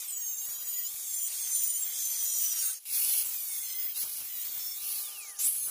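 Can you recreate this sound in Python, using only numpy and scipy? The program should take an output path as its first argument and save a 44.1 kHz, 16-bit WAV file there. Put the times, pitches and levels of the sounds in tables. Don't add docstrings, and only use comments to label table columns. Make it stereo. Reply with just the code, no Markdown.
import sys
import numpy as np
from scipy import signal
from scipy.fft import next_fast_len
from scipy.io import wavfile
from scipy.ndimage import uniform_filter1d

SR = 44100
rng = np.random.default_rng(int(sys.argv[2]) if len(sys.argv) > 2 else 0)


def undo_db(level):
    steps = np.asarray(level, float) / 20
    return 10 ** steps


def wav_out(sig):
    wavfile.write(sys.argv[1], SR, np.round(np.clip(np.atleast_2d(sig).T, -1, 1) * 32767).astype(np.int16))


N = 251370
STEP = 64

# (frequency [Hz], level [dB])
HUM_TONES = [(398.4, -84.5), (796.7, -75.5), (1199, -70)]
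# (frequency [Hz], density [dB per Hz])
RUMBLE_COLOUR = [(15, -21), (25, -8), (276, -12.5), (785, -5), (943, -5.5), (1180, -1.5), (1730, -5),
                 (2000, 0), (2600, -30), (4400, -120)]
# (start [s], end [s], bass level [dB], upper level [dB])
HANDLING = [(-.1, .32, -91, -75), (0.292, 1.548, -81.5, -77), (0.46, 0.712, -76, -63.5),
            (1.733, 1.956, -82, -65), (2.468, 2.558, -85.5, -84), (3.045, 4.02, -84, -71),
            (3.227, 3.316, -70, -58.5), (4.002, 4.12, -71, -59.5), (4.185, 4.262, -66, -54.5),
            (4.086, 4.961, -79.5, -73), (4.95, 5.497, -95, -64), (5.5, 5.8, -74.5, -73),
            (5.656, 5.8, -83, -50.5)]
# (time [s], peak level [dB])
KNOCKS = [(0.367, -47), (0.488, -50), (0.578, -66), (0.73, -44), (3.269, -41), (3.599, -46), (4.039, -37),
          (4.059, -81), (4.213, -46), (4.499, -41), (5.479, -70), (5.679, -41)]
# (frequency [Hz], left-right likeness [0 to 1])
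LIKENESS = [(60, 0.093), (300, 0.58), (1000, 0.35), (2000, 0.64), (3500, 0.44), (5000, 0.86), (8000, 0.38),
            (12000, 0.91)]
# (frequency [Hz], left over right [dB])
LEAN = [(60, 3.0), (180, 3.0), (550, 2.0), (1650, 0.0), (4970, 0.5), (15000, 0.5)]
# (time [s], lead of the left port [microseconds])
BEARING = [
    (0, 20.5),
    (1.2, 13),
    (2.75, 14),
    (2.9, -18.5),
    (5.7, -6),
]
# (time [s], level [dB])
LEVEL_STEPS = [
    (2.853, 5),
    (5.389, 3),
]
# (start [s], end [s], bite on entering [dB], bite on leaving [dB])
CUTS = [
    (-.1, 2.8, 1, -1),
    (3.24, 3.945, 4, -5),
    (4.23, 4.8, 0, -4),
    (5.52, 5.8, -4, -5),
]
# (time [s], speed aimed at [Hz], time constant [s])
LOADS = [(0, 908, .085), (.4, 985, 0.075), (0.866, 1161.5, 0.046), (1.019, 984.5, 0.12),
         (1.28, 1201.5, .012), (1.299, 990, .16), (1.769, 1108.5, .017), (1.8, 1040, 0.041),
         (1.881, 1076, 0.075), (1.98, 1022.5, 0.032), (2.129, 901.5, 0.47), (2.365, 999.5, 0.072),
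         (2.5, 924.5, 0.071), (2.851, 1394.5, 0.02), (3.27, 1005, .18), (3.929, 1419, 0.052),
         (4.2, 946.5, .058), (4.415, 1189, 0.05), (4.489, 1069.5, 0.039), (4.601, 1091, .12),
         (4.76, 1519, .15), (4.96, -1, 0.42), (5.385, 1428, 0.013), (5.52, 1254, 0.063)]
# (time [s], pressure on the disc [dB], freedom of the sheet to ring [dB])
PUSH = [(0, 3.5, 3), (.15, -4, -10), (.45, -4, 0.5), (.78, 2.5, -14), (1.0, -5, 13.5), (1.22, -3.5, 6),
        (1.34, 1.5, 8.5), (1.65, -1.5, 13.5), (1.87, 1.5, -4), (1.97, 3, 6.5), (2.46, 3, 9.5), (2.7, 6, 5),
        (3.3, 1, 0), (3.65, 1, 0), (3.9, 6.5, -24), (4.3, 0.5, -11), (4.6, 4, -6.5), (5.6, -20, 15)]
# (start [s], end [s], rise [s], broad roar [dB], whistle of the vents near 10 kHz [dB])
ROARS = [
    (2.781, 3.231, 0.04, 1, 2.5),
    (3.2, 3.316, 0.019, -9, -7),
    (3.933, 4.059, 0.04, -2, -4),
    (4.044, 4.28, 0.018, -10.5, -13),
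    (4.717, 5.403, .16, -5, -6.5),
    (5.352, 5.502, 0.051, -3.5, -1),
    (5.43, 5.504, 0.093, -29, 5.5),
    (5.477, 5.804, 0.0078, -14, -1),
]
FAN_DB = [-42.5, -38.5, -24.5, -31]
FAN_LAW = [1.8, 1.45, 2.7, 2.5]
GRIT_DB = [-49, -37, -39.5, -34]
GRIT_PRESSED = [0.88, 1.01, 0.75, 0.17]
GRIT_RINGS = [0.2, 0.61, 0.53, -0.025]
HISS_BORDERS = [1800, 5500, 8500, 12500, 15700]
# (frequency [Hz], density [dB per Hz])
ABRASION = [(710, -54), (1200, -80), (1730, -18), (3440, -13.5), (5450, -16.5), (6000, -14.5), (8110, -5.5),
            (9220, 9), (10400, 5.5), (14800, 26), (15600, 23)]
# (frequency [Hz], density [dB per Hz])
FAN = [(710, -50), (1200, -20), (1490, -51), (2030, -25.5), (2630, -13), (7200, -21), (8110, -18),
       (10900, -2), (14600, 4.5), (15600, 12)]
# (start [s], end [s], from [Hz], to [Hz], level [dB])
SWISHES = [
    (2.88, 3.3, 15400, 15330, 1.5),
    (3.3, 4.8, 15400, 15900, 1.5),
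    (2.63, 2.753, 9190, 9300, 3),
    (4.98, 5.16, 9050, 13600, -2),
    (5.172, 5.241, 11700, 6400, 9.5),
    (5.22, 5.325, 6800, 6300, 9.5),
    (5.272, 5.397, 10200, 9600, 10.5),
    (5.362, 5.479, 5870, 8500, 11.5),
]
# (time [s], level [dB])
WHINE = [(0, -64), (1.5, -56), (2.75, -57), (2.85, -85), (3.4, -73), (3.52, -55), (3.85, -59), (4.0, -49),
         (4.05, -85), (4.3, -66), (4.6, -57), (4.96, -51.5), (5.1, -53), (5.218, -50), (5.37, -64),
         (5.39, -85), (5.52, -59), (5.7, -55)]
# (frequency [Hz], level [dB])
BITE = [(900, -88), (2100, -66), (3100, -60), (4500, -60), (7000, -53), (10500, -50.5), (15000, -48)]
# (frequency [Hz], half width [Hz], level [dB])
SHEET_PEAKS = [(6316, 273, -46), (7200, 150, -57), (9300, 290, -49), (12440, 190, -52), (14800, 420, -46.5)]
# (start [s], end [s], multiple, level [dB])
SQUEALS = [(0.0, 0.13, 11, -46), (0.08, 0.49, 8, -43), (0.12, 0.5, 16, -44), (1.12, 1.3, 9, -43),
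           (.1, .91, 7, -43), (0.7, 0.9, 15, -42), (1.05, 1.3, 7, -41.5), (1.13, 1.25, 15, -40),
           (1.19, 1.51, 8, -46), (.65, .9, 9, -46), (1.37, 2.06, 14, -44), (1.5, 1.84, 9, -40),
           (1.51, 1.89, 7, -39.5), (1.99, 2.3, 12, -44), (2.0, 2.66, 6, -42), (2.22, 2.5, 13, -42),
           (2.24, 2.41, 7, -39), (2.3, 2.54, 9, -42), (2.35, 2.6, 15, -43), (2.6, 2.76, 10, -35),
           (2.64, 2.72, 16, -39), (3.3, 3.65, 10, -45), (3.3, 3.64, 8, -49), (3.55, 3.82, 6, -50),
           (3.48, 3.9, 2, -60), (3.65, 3.92, 5, -53), (3.75, 3.92, 15, -38), (4.3, 4.39, 15, -42),
           (4.6, 4.75, 5, -47), (5.55, 5.7, 5, -51)]
# (frequency [Hz], share [0 to 1])
DROPOUTS = [(1300, 0.001), (1900, .16), (2400, .1), (2950, .36), (3600, .22), (4200, .25), (5600, 0.001)]


def to_db(gain):
    return 20 * np.log10(gain + 1e-9)


def rms_one(x):
    return x / np.sqrt(np.mean(x ** 2) + 1e-20)


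def clock():
    return np.arange(0, N + STEP, STEP) / SR


def in_time(rows):
    s, *columns = np.transpose(rows)
    return [np.interp(clock(), s, column) for column in columns]


def full(slow):
    return np.interp(np.arange(N) / STEP, np.arange(len(slow)), slow)


def at_hz(points, hz):
    table_hz, values = np.transpose(points)
    return np.interp(np.log(hz), np.log(table_hz), values)


def gate(start, end, rise_s, fall_s):
    return np.clip(np.minimum((clock() - start) / rise_s, (end - clock()) / fall_s), 0, 1)


def drift(rate_hz):
    r = np.exp(-2 * np.pi * rate_hz * STEP / SR)
    white = rng.standard_normal(len(clock()) + 999)
    return rms_one(signal.lfilter([1], [1, -2 * r, r * r], white)[999:])


def noise_set():
    mid, side = rng.standard_normal((2, 2, N))
    twin = signal.hilbert(mid, next_fast_len(N))[:, :N].imag
    return np.stack([mid, twin, side], axis=1)


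def stereo_band(white, low, high, lead_s, free):
    band = signal.butter(2, [low, high], "band", fs=SR, output="sos")
    mid, twin, side = signal.sosfilt(band, white)
    hz = np.sqrt(low * high)
    unlike = np.clip(1 - at_hz(LIKENESS, hz), .01, 1) * (1 - .6 * free * (hz < 3000))
    shared = np.sqrt(1 - unlike / 2)
    phase = np.pi * hz * (lead_s + 7e-6 * rng.standard_normal())
    same = full(np.cos(phase) * shared) * mid
    other = full(np.sin(phase) * shared) * twin - full(np.sqrt(unlike / 2)) * side
    lean = undo_db(at_hz(LEAN, hz) * np.array([[.5], [-.5]]))
    return np.array([same - other, same + other]) / np.std(mid) * lean


def mains_hum():
    s = np.arange(N) / SR
    hum = sum(undo_db(db) * np.sin(2 * np.pi * hz * s) for hz, db in HUM_TONES)
    return np.sqrt(2) * hum * full(undo_db(-4) + undo_db(1.36) * gate(4.76, 5.52, 0.12, 0.049))


def knocks():
    clicks = np.zeros(N)
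    for s, db in KNOCKS:
        clicks[round(s * SR)] = undo_db(db + 19.5)
    dull = signal.butter(2, [30, 700], "band", fs=SR, output="sos")
    return signal.sosfilt(dull, clicks + 1e-18) * undo_db([[1.5], [-1.5]])


def rumble(touching, lead_s, body_db):
    edges = np.geomspace(20, 1800, 12)
    out, white, lumps = 0, noise_set(), drift(58)
    shakes = np.array([gate(a, b, 0.037, 0.087) for a, b, *_ in HANDLING])
    shake_bass_db, shake_upper_db = np.transpose(HANDLING)[2:]
    bass_db = to_db(undo_db(-89) + undo_db(shake_bass_db) @ shakes)
    upper_db = -64 + 0.67 * (body_db - body_db.mean())
    upper_db = to_db(np.hypot(undo_db(upper_db), undo_db(shake_upper_db) @ shakes))
    for k, (low, high) in enumerate(zip(edges, edges[1:])):
        hz = np.sqrt(low * high)
        bass = np.clip(np.log(500 / hz) / 1.2, 0, 1)
        level_db = at_hz(RUMBLE_COLOUR, hz) + 10 * np.log10(high - low) - 27
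        level_db += (1 - bass) * upper_db + bass * (bass_db + 13.5)
        level_db += (2.0 + 3 * bass) * lumps + 1.0 * drift(27)
        out = out + full(undo_db(level_db)) * stereo_band(white[k % 2], low, high, lead_s, 1 - touching)
    return out


def loose_sheet():
    s, out = np.arange(N) / SR, 0
    for hz, db in [(1320, -62.5), (1540, -61)]:
        band = signal.butter(2, [hz - 30, hz + 30], "band", fs=SR, output="sos")
        out = out + undo_db(db) * rms_one(signal.sosfilt(band, rng.standard_normal(N)))
    return out * np.clip(np.minimum(s - 2.53, 2.76 - s) * 20, 0, 1)


def contact():
    touching, bite_db = 0, 0
    for start, end, enter_db, leave_db in CUTS:
        cut = gate(start, end, .02, .02)
        touching = touching + cut
        bite_db = bite_db + cut * np.interp(clock(), [start, end], [enter_db, leave_db])
    return touching, bite_db


def disc_speed():
    s, now_hz = clock(), 1331
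    hz = np.zeros(len(s))
    ends = [row[0] for row in LOADS[1:]] + [s[-1] + 1]
    for (start, aim_hz, lag_s), end in zip(LOADS, ends):
        approach = aim_hz + (now_hz - aim_hz) * np.exp(-np.maximum(s - start, 0) / lag_s)
        hz = np.where(s >= start, approach, hz)
        now_hz = aim_hz + (now_hz - aim_hz) * np.exp(-(end - start) / lag_s)
    hz[0] = 1331
    tremor_hz, swing_hz, top_s = 17.3, 20, .535
    return hz + swing_hz * gate(.3, .86, 0.0533, .15) * np.cos(2 * np.pi * tremor_hz * (s - top_s))


def grit_and_fan_levels(speed, touching):
    pressure_db, ringing_db = in_time(PUSH)
    grit_db = np.c_[GRIT_DB] + np.c_[GRIT_PRESSED] * pressure_db + np.c_[GRIT_RINGS] * ringing_db
    grit_db = grit_db + to_db(touching) + np.array([drift(6) for _ in GRIT_DB])
    facing = undo_db(-13.5)
    for start, end, rise_s, roar_db, whistle_db in ROARS:
        region_db = np.c_[[roar_db, roar_db, whistle_db, roar_db]]
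        facing = facing + undo_db(region_db) * gate(start, end, rise_s, 0.031)
    free_hz = 1490
    return grit_db, np.c_[FAN_DB] + to_db(facing) + np.c_[FAN_LAW] * to_db(speed / free_hz)


def hiss(gritty, load_db, lead_s, region_db):
    edges = np.r_[np.geomspace(1500, 5500, 8), np.arange(6200, 16100, 700)]
    centres, borders = np.sqrt(edges[1:] * edges[:-1]), np.array(HISS_BORDERS)
    group = np.searchsorted(borders, centres) - 1
    share = gritty[np.maximum(group, 0)]
    colours = np.c_[at_hz(ABRASION, centres)] * share + np.c_[at_hz(FAN, centres)] * (1 - share)
    shape = colours + 10 * np.log10(np.diff(edges))[:, None]
    sums = [10 * np.log10(np.sum(undo_db(2 * shape[group == g]), axis=0)) for g in range(4)]
    trim = region_db - sums - 4.38 * gritty
    place = np.interp(np.log(centres), np.log(borders[1:] * borders[:-1]) / 2, range(4))
    white = noise_set()
    white *= undo_db(0.387 * uniform_filter1d(rng.standard_normal(N), size=16))
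    together, out = 0.67 * drift(47) + 0.043 * load_db, 0
    for k, p in enumerate(place):
        weights = np.clip(1 - abs(p - np.arange(4)), 0, 1)
        level_db = shape[k] + weights @ trim + together + 1.33 * drift(14)
        for start, end, from_hz, to_hz, db in SWISHES:
            patch_hz = np.interp(clock(), [start, end], [from_hz, to_hz])
            off = np.log2(patch_hz / centres[k]) / .2
            level_db += db * gate(start, end, 0.013, 0.011) * np.exp(-off ** 2)
        band = stereo_band(white[k % 2], edges[k], edges[k + 1], lead_s, 1 - share[k])
        out = out + full(undo_db(level_db)) * band
    return out


def fan_whine(turn):
    level_db = in_time(WHINE)[0] + 0.53 * drift(25)
    whine = full(undo_db(level_db)) * np.sin(3.25 * turn)
    return np.sqrt(2) * np.array([whine, whine])


def squeal(speed, turn, touching, bite_db, load_db, lead_s):
    s, out = clock(), 0
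    pressure_db, ringing_db = in_time(PUSH)
    pressure_db = np.minimum(pressure_db, 2)
    light_db = 0.2 * np.maximum(speed - 987.4, 0)
    ringing_db = 1.5 * ringing_db - light_db
    bite_db = bite_db - .06 * light_db
    for k in range(1, 18):
        hz = k * speed
        push = 1 if k < 7 else .5
        gain = undo_db(at_hz(BITE, hz) + bite_db + push * pressure_db + 3 * drift(8))
        for peak_hz, width_hz, db in SHEET_PEAKS:
            gain += undo_db(db + ringing_db) * np.exp(-((hz - peak_hz) / width_hz) ** 2)
        for start, end, multiple, db in SQUEALS:
            if multiple == k:
                edge = np.clip(np.minimum(s - start, end - s) / .06 + .3, 0, 1)
                gain += edge * undo_db(db + 0.5)
        gain *= (hz < 16500) * touching
        gain *= undo_db(load_db + 2.8 * drift(28) + 2.5 * drift(120) - 2)
        lag = full(np.pi * hz * lead_s + 0.052 * k * drift(3.7))
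        lean = full(undo_db(0.2 * k * drift(3.2)))
        ports = np.array([lean * np.sin(k * turn + lag), np.sin(k * turn - lag) / lean])
        out = out + np.sqrt(2) * full(gain) * ports
    return out


def level_steps():
    s, total_db = np.arange(N) / SR, 0
    for at, db in LEVEL_STEPS:
        total_db = total_db + db * np.sign(s - at) * np.clip(1 - abs(s - at) / .025, 0, 1)
    return undo_db(total_db)


def scene_change():
    at_s, out_s, in_s = 2.823, 0.12, .13
    return full(undo_db(-17 * gate(at_s - out_s, at_s + in_s, out_s, in_s)))


def scene():
    speed = uniform_filter1d(disc_speed(), size=7)
    touching, bite_db = contact()
    lead_s = in_time(BEARING)[0] / 10 ** 6
    slowing_hz = uniform_filter1d(speed, size=50) - speed
    load_db = np.clip(0.043 * slowing_hz, -4, 4) * touching
    turn = 2 * np.pi * np.cumsum(full(speed * (1 + .0014 * drift(100)))) / SR
    grit_db, fan_db = grit_and_fan_levels(speed, touching)
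    power = undo_db(2 * grit_db) + undo_db(2 * fan_db)
    gritty, hiss_db = undo_db(2 * grit_db) / power, to_db(power) / 2
    ground = rumble(touching, lead_s, hiss_db[0]) + knocks()
    tool = hiss(gritty, load_db, lead_s, hiss_db) + fan_whine(turn)
    tool = tool + squeal(speed, turn, touching, bite_db, load_db, lead_s)
    shake = 1 + .16 * full(touching) * np.cos(turn / 4)
    return scene_change() * (level_steps() * shake * (tool + ground) + mains_hum()) + loose_sheet()


def dropouts(x):
    hz, s, cells = signal.stft(x, SR, nperseg=1024, noverlap=768)
    band, moment = np.arange(len(hz)) // 4, np.arange(len(s)) // 4
    chance = rng.standard_normal((band[-1] + 1, len(s) // 4 + 1))
    chance = uniform_filter1d(chance, size=3, axis=1)
    rank = chance.argsort(axis=1).argsort(axis=1) / chance.shape[1]
    keep = rank[band][:, moment] >= at_hz(DROPOUTS, hz + 1)[:, None]
    size = abs(cells.mean(0))
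    keep |= uniform_filter1d(size, size=3, axis=0) > 2.8 * uniform_filter1d(size, size=25, axis=0)
    return signal.istft(cells * np.maximum(keep, .02), SR, nperseg=1024, noverlap=768)[1][:, :N]


def band_limit(x):
    return signal.sosfilt(signal.butter(12, 16830, fs=SR, output="sos"), x)


def record(dry):
    steep = signal.ellip(12, .5, 75, 15500, fs=SR, output="sos")
    mix = dropouts(signal.sosfilt(steep, dry))
    return band_limit(mix)


dry = scene()
out = record(dry)
wav_out(out)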